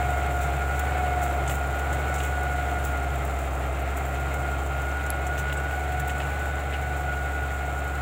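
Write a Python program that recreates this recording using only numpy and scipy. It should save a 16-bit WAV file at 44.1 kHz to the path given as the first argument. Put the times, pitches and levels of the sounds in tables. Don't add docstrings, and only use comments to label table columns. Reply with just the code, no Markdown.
import sys
import numpy as np
from scipy import signal
from scipy.fft import rfft, irfft, next_fast_len
from scipy.io import wavfile
from scipy.ndimage import map_coordinates

SR = 44100
rng = np.random.default_rng(int(sys.argv[2]) if len(sys.argv) > 2 else 0)


def inscribe(sig):
    pcm = np.round(np.clip(np.atleast_2d(sig).T, -1, 1) * 32767)
    wavfile.write(sys.argv[1], SR, pcm.astype(np.int16))


N = 353241
TIME_S = np.arange(N) / SR

# time in seconds, speed in crank turns per second.
SPEED_TURNS_PER_S = [(0.0, 23.23), (0.48, 22.88), (0.68, 23.05), (0.88, 23.75), (1.32, 22.97),
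                     (1.68, 22.98), (2.0, 23.64), (3.16, 22.79), (3.52, 22.2), (4.36, 23.04), (4.68, 22.78),
                     (5.0, 23.35), (5.2, 23.16), (5.72, 23.64), (6.12, 23.49), (6.36, 23.91), (6.64, 23.56),
                     (6.84, 23.79), (7.12, 23.28), (7.36, 23.42), (7.6, 23.17), (8.0, 23.34)]
EXHAUST_ORDERS = [2.5, 3, 4, 5, 5.5, 6, 6.5, 9, 12, 15, 16, 18, 19.5, 23.5, 29, 34, 48]
# level of the matching exhaust tone in dB, relative.
EXHAUST_ORDERS_DB = [-25, 1, -22.5, -16, -21.5, -12.5, -22, -28.5, -22, -22, -24, -20, -21, -22, -24.5,
                     -16.5, -27]
# frequency in Hz, density in dB per Hz, relative.
RUMBLE_SPECTRUM = [(20, -28), (40, -18), (60, -14.5), (100, -7.5), (145, -4.5), (175, -12.5), (230, -18),
                   (400, -62)]
BLOCK_SPECTRUM = [(120, -25), (210, -15), (290, -7), (390, -8.5), (480, -8), (600, -3.5), (780, -1.5),
                  (900, -10), (1080, -13), (1400, -6.5), (1650, -19.5), (2400, -52)]
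KNOCK_SPECTRUM = [(900, -21), (1500, 3), (1800, 1), (2200, 2), (2600, -2.5), (3200, -10), (3900, -14),
                  (4700, -32), (7000, -30)]
SOIL_SPECTRUM = [(2500, -14), (4000, -9.5), (5300, -13), (6300, -6.5), (7400, 3), (8300, -3.5), (9600, -9),
                 (11200, -9.5), (12800, -12.5), (14000, -7), (15300, -3.5)]
CRUNCH_SPECTRUM = [(1200, -22), (3000, 1.5), (4800, -14.5), (6200, -3), (7500, 7.5), (9200, -7),
                   (11000, -25)]
CRISP_SPECTRUM = [(7000, -17), (9500, -1), (11200, -1.5), (13000, 0), (15300, 9)]
# mode in Hz, width in Hz, level in dB, relative.
PANEL_MODES = [(2510, 130, 0), (2790, 59, -1.5), (3140, 91, -3.5), (3623, 42, -5.5), (3665, 37, -11),
               (4135, 65, -9)]
# time in seconds, level in dB, relative.
WHINE_DB = [(0.0, -30.7), (0.76, -36.7), (1.16, -28.2), (1.52, -39.1), (2.68, -36.1), (3.52, -39.7),
            (3.68, -43.9), (3.84, -38.7), (5.04, -45.0), (5.28, -35.1), (5.48, -49.2), (5.8, -35.0),
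            (6.2, -38.9), (6.36, -46.2), (7.04, -35.9), (7.44, -44.9), (7.64, -37.9), (8.0, -44.3)]
# frequency in Hz, gain in dB.
HOUSING_RESPONSE = [(1375, -9), (1405, -14), (1422, -0.5), (1447, 1), (1465, -0.5), (1485, -0.5)]
# start in seconds, crunch in dB, crisp top in dB (both relative), length in seconds.
CRUNCHES = [(0.412, -43.5, -49, 0.047), (.793, -39.5, -40, .011), (1.215, -46, -47, 0.043),
            (1.476, -36.5, -50, .014), (1.491, -44.5, -44.5, 0.071), (1.924, -44.5, -50, .028),
            (2.14, -39.5, -47, .025), (2.18, -44.5, -55, .044), (2.227, -44, -48, .05),
            (2.837, -49, -47, .061), (3.25, -48, -43, .0046), (3.967, -47.5, -47, 0.022),
            (5.064, -43, -50, .008), (5.266, -45, -52, .016), (5.376, -46, -47, 0.034),
            (5.527, -46, -45, .014), (5.997, -47, -44, .014), (6.074, -47, -41, .012),
            (6.094, -44, -53, 0.028)]
# mode in Hz, width in Hz, level in dB, relative.
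FRAME_MODES = [(1350, 94, -11), (1980, 150, 6), (2560, 110, 9.5), (2820, 78, 11), (3330, 120, -6),
               (3730, 88, -10)]
# start in seconds, level in dB (relative), length in seconds.
FRAME_KNOCKS = [(1.49, -35, .028), (2.144, -40, .015), (2.2, -35, .012), (2.237, -39, .022),
                (5.375, -40, .029), (5.495, -35.5, .015), (5.523, -34, 0.0098), (6.093, -38, .014),
                (6.197, -33.5, .024), (6.722, -36.5, .04)]
# start in seconds, pitch in Hz, level in dB (relative), length in seconds.
STONE_SQUEAKS = [(4.045, 7440, -45, .022), (4.052, 14800, -51, .025), (5.377, 5980, -44, .024),
                 (5.568, 7840, -39, 0.017)]
# mode in Hz, level in dB, 60 dB decay in seconds.
SNAP_MODES = [(4600, -17, .0018), (7800, -13, .0018), (11000, -7, .003), (14500, -26, .004)]

CYLINDERS = 6
START_M, AWAY_M_PER_S = 19.9, 1.0
EXHAUST_LEVEL_DB, CLATTER_DB = -26.5, -33
WORKING_TURNS_PER_S = 23.17
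DIESEL_KNOCK_DB, KNOCK_DB_PER_SPEED = -39.5, 1.4
HISS_DB, HISS_DB_PER_SPEED = -48, 0.6
SECOND_DB, SECOND_DB_PER_SPEED = -46, 2.5
MAIN_TEETH_PER_TURN, SECOND_TEETH_PER_TURN = 31, 28.65
OCTAVE_DB, OCTAVE_YIELD = -38.1, .18
CRUMB_DB, CRUMB_CRISP_DB, CRUMB_SPREAD_DB, CRUMB_S = -47.5, -48, 4, .009
FRAME_TOP_HZ = 4420
SNAP_S = 5.1036
TOP_HZ = 15720


def exhaust(turns):
    tones = 0
    for order, db in zip(EXHAUST_ORDERS, EXHAUST_ORDERS_DB):
        waver_db = .3 if order == CYLINDERS / 2 else 2.2
        level = undb(db + waver_db * walk(12))
        tones = tones + level * np.sin(2 * np.pi * (order * turns + rng.random()))
    rumble = colour(noise(), RUMBLE_SPECTRUM)
    return undb(-0.35) * unit(tones) + undb(-15.0) * rumble


def block(turns):
    shake = repeating(turns) + undb(0.5) * noise()
    gated = shake * firing_gate(turns, decay=0.13, depth=0.79)
    return undb(0.86 * walk(7)) * colour(gated, BLOCK_SPECTRUM)


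def diesel_knock(turns):
    gate = firing_gate(turns, decay=.2, depth=0.44)
    direct = (noise() + undb(-10) * repeating(turns)) * gate
    rattle = (noise() + undb(-10) * repeating(turns)) * gate
    panels = ring_modes(rattle, PANEL_MODES)
    edge = undb(-.5) * colour(direct, KNOCK_SPECTRUM)
    return undb(0.8 * walk(30)) * (edge + undb(-11) * unit(panels))


def gears(turns, speed, distance_db):
    tooth_db, = curves(WHINE_DB)
    housing_db = np.interp(2 * MAIN_TEETH_PER_TURN * speed, *np.transpose(HOUSING_RESPONSE))
    octave_db = OCTAVE_DB + housing_db - OCTAVE_YIELD * (tooth_db - tooth_db.mean())
    second_db = SECOND_DB + SECOND_DB_PER_SPEED * (speed - WORKING_TURNS_PER_S) + distance_db

    twist_turns = 0.00036 * np.sin(np.pi * CYLINDERS * turns) + 0.0003 * walk(45)
    throb = 1 + 0.25 * np.sin(2 * np.pi * turns) + 0.1 * np.sin(np.pi * turns)
    main = 2 * np.pi * MAIN_TEETH_PER_TURN * (turns + twist_turns)
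    second = 2 * np.pi * SECOND_TEETH_PER_TURN * (turns + twist_turns)

    def tone(angle, order, db, flutter):
        scatter = 1 + flutter * (walk(18) + 1j * walk(19))
        return undb(db) * unit(np.imag(scatter * np.exp(1j * order * angle)))

    whine = tone(main, order=1, db=tooth_db + 1., flutter=.17)
    whine += tone(main, order=2, db=octave_db + .8 * walk(4), flutter=0.2)
    whine += tone(main, order=3, db=tooth_db / 2 - 32.5, flutter=0.8)
    whine += tone(second, order=2, db=second_db, flutter=.35)
    whine += tone(second, order=3, db=second_db - 6.0, flutter=0.38)
    return whine * throb


def discs(speed, distance_db):
    hiss_db = HISS_DB + HISS_DB_PER_SPEED * (speed - WORKING_TURNS_PER_S) + distance_db
    sliding = undb(1.3 * walk(90)) * noise() + undb(-8.5) * grains(per_s=810, spread_db=5.0)
    hiss = undb(hiss_db + .7 * walk(18)) * colour(sliding, SOIL_SPECTRUM)

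    starts_s, crunch_db, crisp_db, lengths_s = np.transpose(CRUNCHES)
    fractures = grains(per_s=7500, spread_db=5)
    small = undb(distance_db) * crumbs()
    crunch = undb(2.0) * bursts(starts_s, crunch_db, lengths_s, rise=0.046)
    crunch += undb(CRUMB_DB) * small
    crisp = undb(4.0) * bursts(starts_s, crisp_db, lengths_s, rise=0.058)
    crisp += undb(CRUMB_CRISP_DB) * small
    return hiss + crunch * colour(fractures, CRUNCH_SPECTRUM) + crisp * colour(fractures, CRISP_SPECTRUM)


def crumbs(count=52):
    when, size, length = rng.random((count, 3)).T
    starts_s = (np.arange(count) + when) / count * TIME_S[-1]
    levels_db = CRUMB_SPREAD_DB * (2 * size - 1)
    lengths_s = CRUMB_S * 2 ** (2 * length - 1)
    return bursts(starts_s, levels_db, lengths_s, rise=0.045)


def frame():
    taps = grains(per_s=500, spread_db=2.0)
    ringing = ring_modes(taps, FRAME_MODES)
    muffled = signal.sosfilt(signal.butter(4, FRAME_TOP_HZ, fs=SR, output="sos"), ringing)
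    return undb(-0.4) * bursts(*np.transpose(FRAME_KNOCKS), rise=0.14) * unit(muffled)


def stones(count=70):
    out = np.zeros(N)
    for start_s, hz, db, length_s in STONE_SQUEAKS:
        squeak = unit(resonance(noise(), hz, width_hz=260))
        out += bursts([start_s], [db], [length_s], rise=.15) * squeak
    age_s = np.arange(SR // 50) / SR
    for when, pitch, size in rng.random((count, 3)):
        hz = 6000 + 8000 * pitch
        level = undb(-44.0 + 10 * size ** 2)
        ping = level * np.exp(-age_s / 0.0009) * np.sin(2 * np.pi * hz * age_s)
        start = int(when * (N - len(age_s)))
        out[start:start + len(age_s)] += ping
    return out


def snap():
    age_s = np.clip(TIME_S - SNAP_S, 0, 1)
    ring = 0
    for hz, db, t60_s in SNAP_MODES:
        decay = np.exp(-np.log(1000) * age_s / t60_s)
        ring = ring + undb(db) * decay * np.sin(2 * np.pi * hz * age_s)
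    fibres = undb(-35) * np.exp(-age_s / .002) * colour(noise(), CRISP_SPECTRUM)
    onset = 1 - np.exp(-age_s / .00016)
    return onset * (ring + fibres)


def firing_gate(turns, decay, depth):
    return 1 + depth * np.exp(-(turns * CYLINDERS / 2 % 1) / decay)


def repeating(turns):
    size = 4096
    pattern = irfft(np.exp(2j * np.pi * rng.random(size // 2 + 1)))
    return unit(map_coordinates(pattern, [turns / 2 % 1 * size], order=3, mode="grid-wrap"))


def grains(per_s, spread_db):
    hit = rng.random(N) < per_s / SR
    size = undb(spread_db * np.minimum(rng.exponential(size=N), 4))
    return unit(hit * size * np.sign(noise()))


def bursts(starts_s, levels_db, lengths_s, rise):
    power = np.zeros(N)
    for start_s, db, length_s in zip(starts_s, levels_db, lengths_s):
        age = np.arange(int(4 * length_s * SR)) / (length_s * SR)
        shape = (1 - np.exp(-age / rise)) * np.exp(-age ** 2)
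        start = int(start_s * SR)
        power[start:start + len(age)] += (undb(db) * shape[:N - start]) ** 2
    return np.sqrt(power)


def resonance(x, hz, width_hz):
    return signal.lfilter(*signal.iirpeak(hz, hz / width_hz, fs=SR), x)


def ring_modes(x, modes):
    return sum(undb(db) * resonance(x, hz, width_hz) for hz, width_hz, db in modes)


def colour(x, spectrum):
    hz, db = np.transpose(spectrum)
    size = next_fast_len(N)
    bins_hz = np.maximum(np.fft.rfftfreq(size, 1 / SR), 1)
    octaves_below = np.maximum(np.log2(hz[0] / bins_hz), 0)
    octaves_above = np.maximum(np.log2(bins_hz / hz[-1]), 0)
    inside_db = np.interp(np.log(bins_hz), np.log(hz), db)
    gain = undb(inside_db - 20 * (octaves_below + octaves_above))
    return unit(irfft(rfft(x, size) * gain, size)[:N])


def walk(rate_per_s):
    knots = rng.standard_normal(2048)
    return map_coordinates(knots, [TIME_S * rate_per_s], order=2, mode="mirror")


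def noise():
    return rng.standard_normal(N)


def curves(table):
    time_s, *columns = np.transpose(table)
    return [np.interp(TIME_S, time_s, column) for column in columns]


def undb(db):
    return 10 ** (np.asarray(db) / 20)


def unit(x):
    return x / np.sqrt(np.mean(x ** 2))


def scene():
    speed, = curves(SPEED_TURNS_PER_S)
    turns = np.cumsum(speed) / SR
    distance_db = -20 * np.log10(1 + AWAY_M_PER_S * TIME_S / START_M)
    knock_db = DIESEL_KNOCK_DB + KNOCK_DB_PER_SPEED * (speed - WORKING_TURNS_PER_S)
    engine = undb(EXHAUST_LEVEL_DB) * exhaust(turns)
    engine += undb(CLATTER_DB) * block(turns)
    engine += undb(knock_db) * diesel_knock(turns)
    harrow = discs(speed, distance_db) + frame() + stones() + snap()
    return (undb(distance_db) * engine + gears(turns, speed, distance_db) + harrow)[None]


def record(dry):
    return signal.sosfilt(signal.ellip(10, .2, 80, TOP_HZ, fs=SR, output="sos"), dry)


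dry = scene()
out = record(dry)
inscribe(out)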